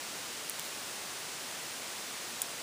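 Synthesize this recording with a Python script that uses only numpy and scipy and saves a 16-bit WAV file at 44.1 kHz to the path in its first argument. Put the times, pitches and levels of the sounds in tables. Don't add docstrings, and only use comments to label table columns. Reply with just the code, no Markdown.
import sys
import numpy as np
from scipy import signal
from scipy.fft import rfft, irfft
from scipy.io import wavfile

SR = 44100
rng = np.random.default_rng(int(sys.argv[2]) if len(sys.argv) > 2 else 0)


def to_wav(s):
    ch = np.atleast_2d(s).T
    pcm = np.round(np.clip(ch, -1, 1) * 32767)
    wavfile.write(sys.argv[1], SR, pcm.astype(np.int16))


N = 115542
EDGE_HZ = 15400


def undb(db):
    return 10 ** (np.asarray(db) / 20)


def noise(points, rms_db):
    point_hz, point_db = np.array(points, float).T
    freq_hz = np.maximum(np.fft.rfftfreq(N, 1 / SR), 1)
    shape_db = np.interp(np.log(freq_hz), np.log(point_hz), point_db)
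    shaped = irfft(rfft(rng.standard_normal(N)) * undb(shape_db), N)
    return shaped * undb(rms_db) / shaped.std()


def below_edge(sound):
    return irfft(rfft(sound) * (np.fft.rfftfreq(N, 1 / SR) < EDGE_HZ), N)


def ring(modes):
    t = np.arange(SR // 10) / SR
    total = np.zeros(len(t))
    for k, (freq_hz, level_db, t60_s) in enumerate(modes):
        decay = np.exp(-np.log(1000) * t / t60_s)
        total += (-1) ** k * undb(level_db) * np.sin(2 * np.pi * freq_hz * t) * decay
    return total


def burst(decay_s):
    t = np.arange(SR // 10) / SR
    puff = rng.standard_normal(len(t)) * np.exp(-t / max(decay_s, 1 / SR))
    return puff / np.linalg.norm(puff)


def smear(sound, tail_db, decay_s):
    tail = signal.fftconvolve(sound, burst(decay_s))[:len(sound)]
    return sound + undb(tail_db) * tail


def add(out, start_s, sound):
    i = int(round(start_s * SR))
    out[i:i + len(sound)] += sound[:N - i]


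# (relative, per Hz)
HISS_SPECTRUM = [(22, -24), (45, -20.5), (65, -13.5), (95, -9), (135, -4.5), (260, -0.5), (600, 0.5),
                 (2000, -.5), (4500, -1.43), (8000, -2.5), (11500, -4.5), (15000, -6)]
# (relative, per Hz)
WIDTH_SPECTRUM = [(22, -8), (60, -4), (170, 0.5), (600, -0.5), (1000, -13), (1600, -51), (4000, -70)]


def hiss():
    centre = below_edge(noise(HISS_SPECTRUM, -39.5))
    side = noise(WIDTH_SPECTRUM, -73)
    return centre + side * np.array([[1], [-1]])


# freq_hz, level_db, t60_s
CASE_RING = [(4200, -23, .0015), (7300, -15, .002), (8800, -1.5, 0.0015), (10400, 0, 0.0016),
             (13900, -1, 0.002)]


def case_tick():
    out = np.zeros(N)
    tick_s, tick_db = .4971, -11.5
    add(out, tick_s, undb(tick_db) * ring(CASE_RING))
    return out


# centre_s, level_db, spread_s
FINGER_SLIPS = [(.592, -44, 0.0027), (0.596, -25.5, .0007), (.6067, -39, .0006), (0.6275, -34, .0008),
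                (.661, -44, .013)]
# (relative, per Hz)
RUB_SPECTRUM = [(1000, -15), (4000, -8), (9000, -1), (14000, 0)]


def finger_slips():
    t = np.arange(N) / SR
    swell = np.zeros(N)
    for centre_s, level_db, spread_s in FINGER_SLIPS:
        swell += undb(level_db) * np.exp(-.5 * ((t - centre_s) / spread_s) ** 2)
    return below_edge(noise(RUB_SPECTRUM, 0)) * swell


# start_s, level_db
BUTTON_HITS = [(2.4174, -29), (2.4180, -13), (2.4186, -21), (2.4203, -30.5), (2.421, -26), (2.4230, -33),
               (2.4247, -36), (2.427, -34)]
# freq_hz, level_db, t60_s
BUTTON_RING = [(3300, -18, .006), (4100, -19, .003), (4750, -20, .004), (5250, -15, 0.0045),
               (5730, -15, .004), (7030, -14, 0.0095), (7740, -9, .007), (9440, -2, 0.0068),
               (9900, -6, 0.0038), (11400, -3, .004), (13900, -7, .007), (14200, -13, .007),
               (15050, -15, .007)]


def button():
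    crack_db, crack_decay_s = -7, 0.00036
    cabin_db, cabin_t60_s = -8, .03
    out = np.zeros(N)
    body = ring(BUTTON_RING)
    for start_s, level_db in BUTTON_HITS:
        crack = undb(crack_db) * burst(crack_decay_s)
        add(out, start_s, undb(level_db) * (body + crack))
    return smear(out, cabin_db, cabin_t60_s / np.log(1000))


def scene():
    return hiss() + case_tick() + finger_slips() + button()


def record(dry):
    notch_hz, notch_width_hz = 12440, 3770
    above_edge_db, top_hz = -20, 16500
    notched = signal.lfilter(*signal.iirnotch(notch_hz, notch_hz / notch_width_hz, fs=SR), dry)
    kept = below_edge(notched)
    shelved = kept + undb(above_edge_db) * (notched - kept)
    top_cut = signal.ellip(10, .1, 80, top_hz, fs=SR, output="sos")
    return signal.sosfilt(top_cut, shelved)


dry = scene()
out = record(dry)
to_wav(out)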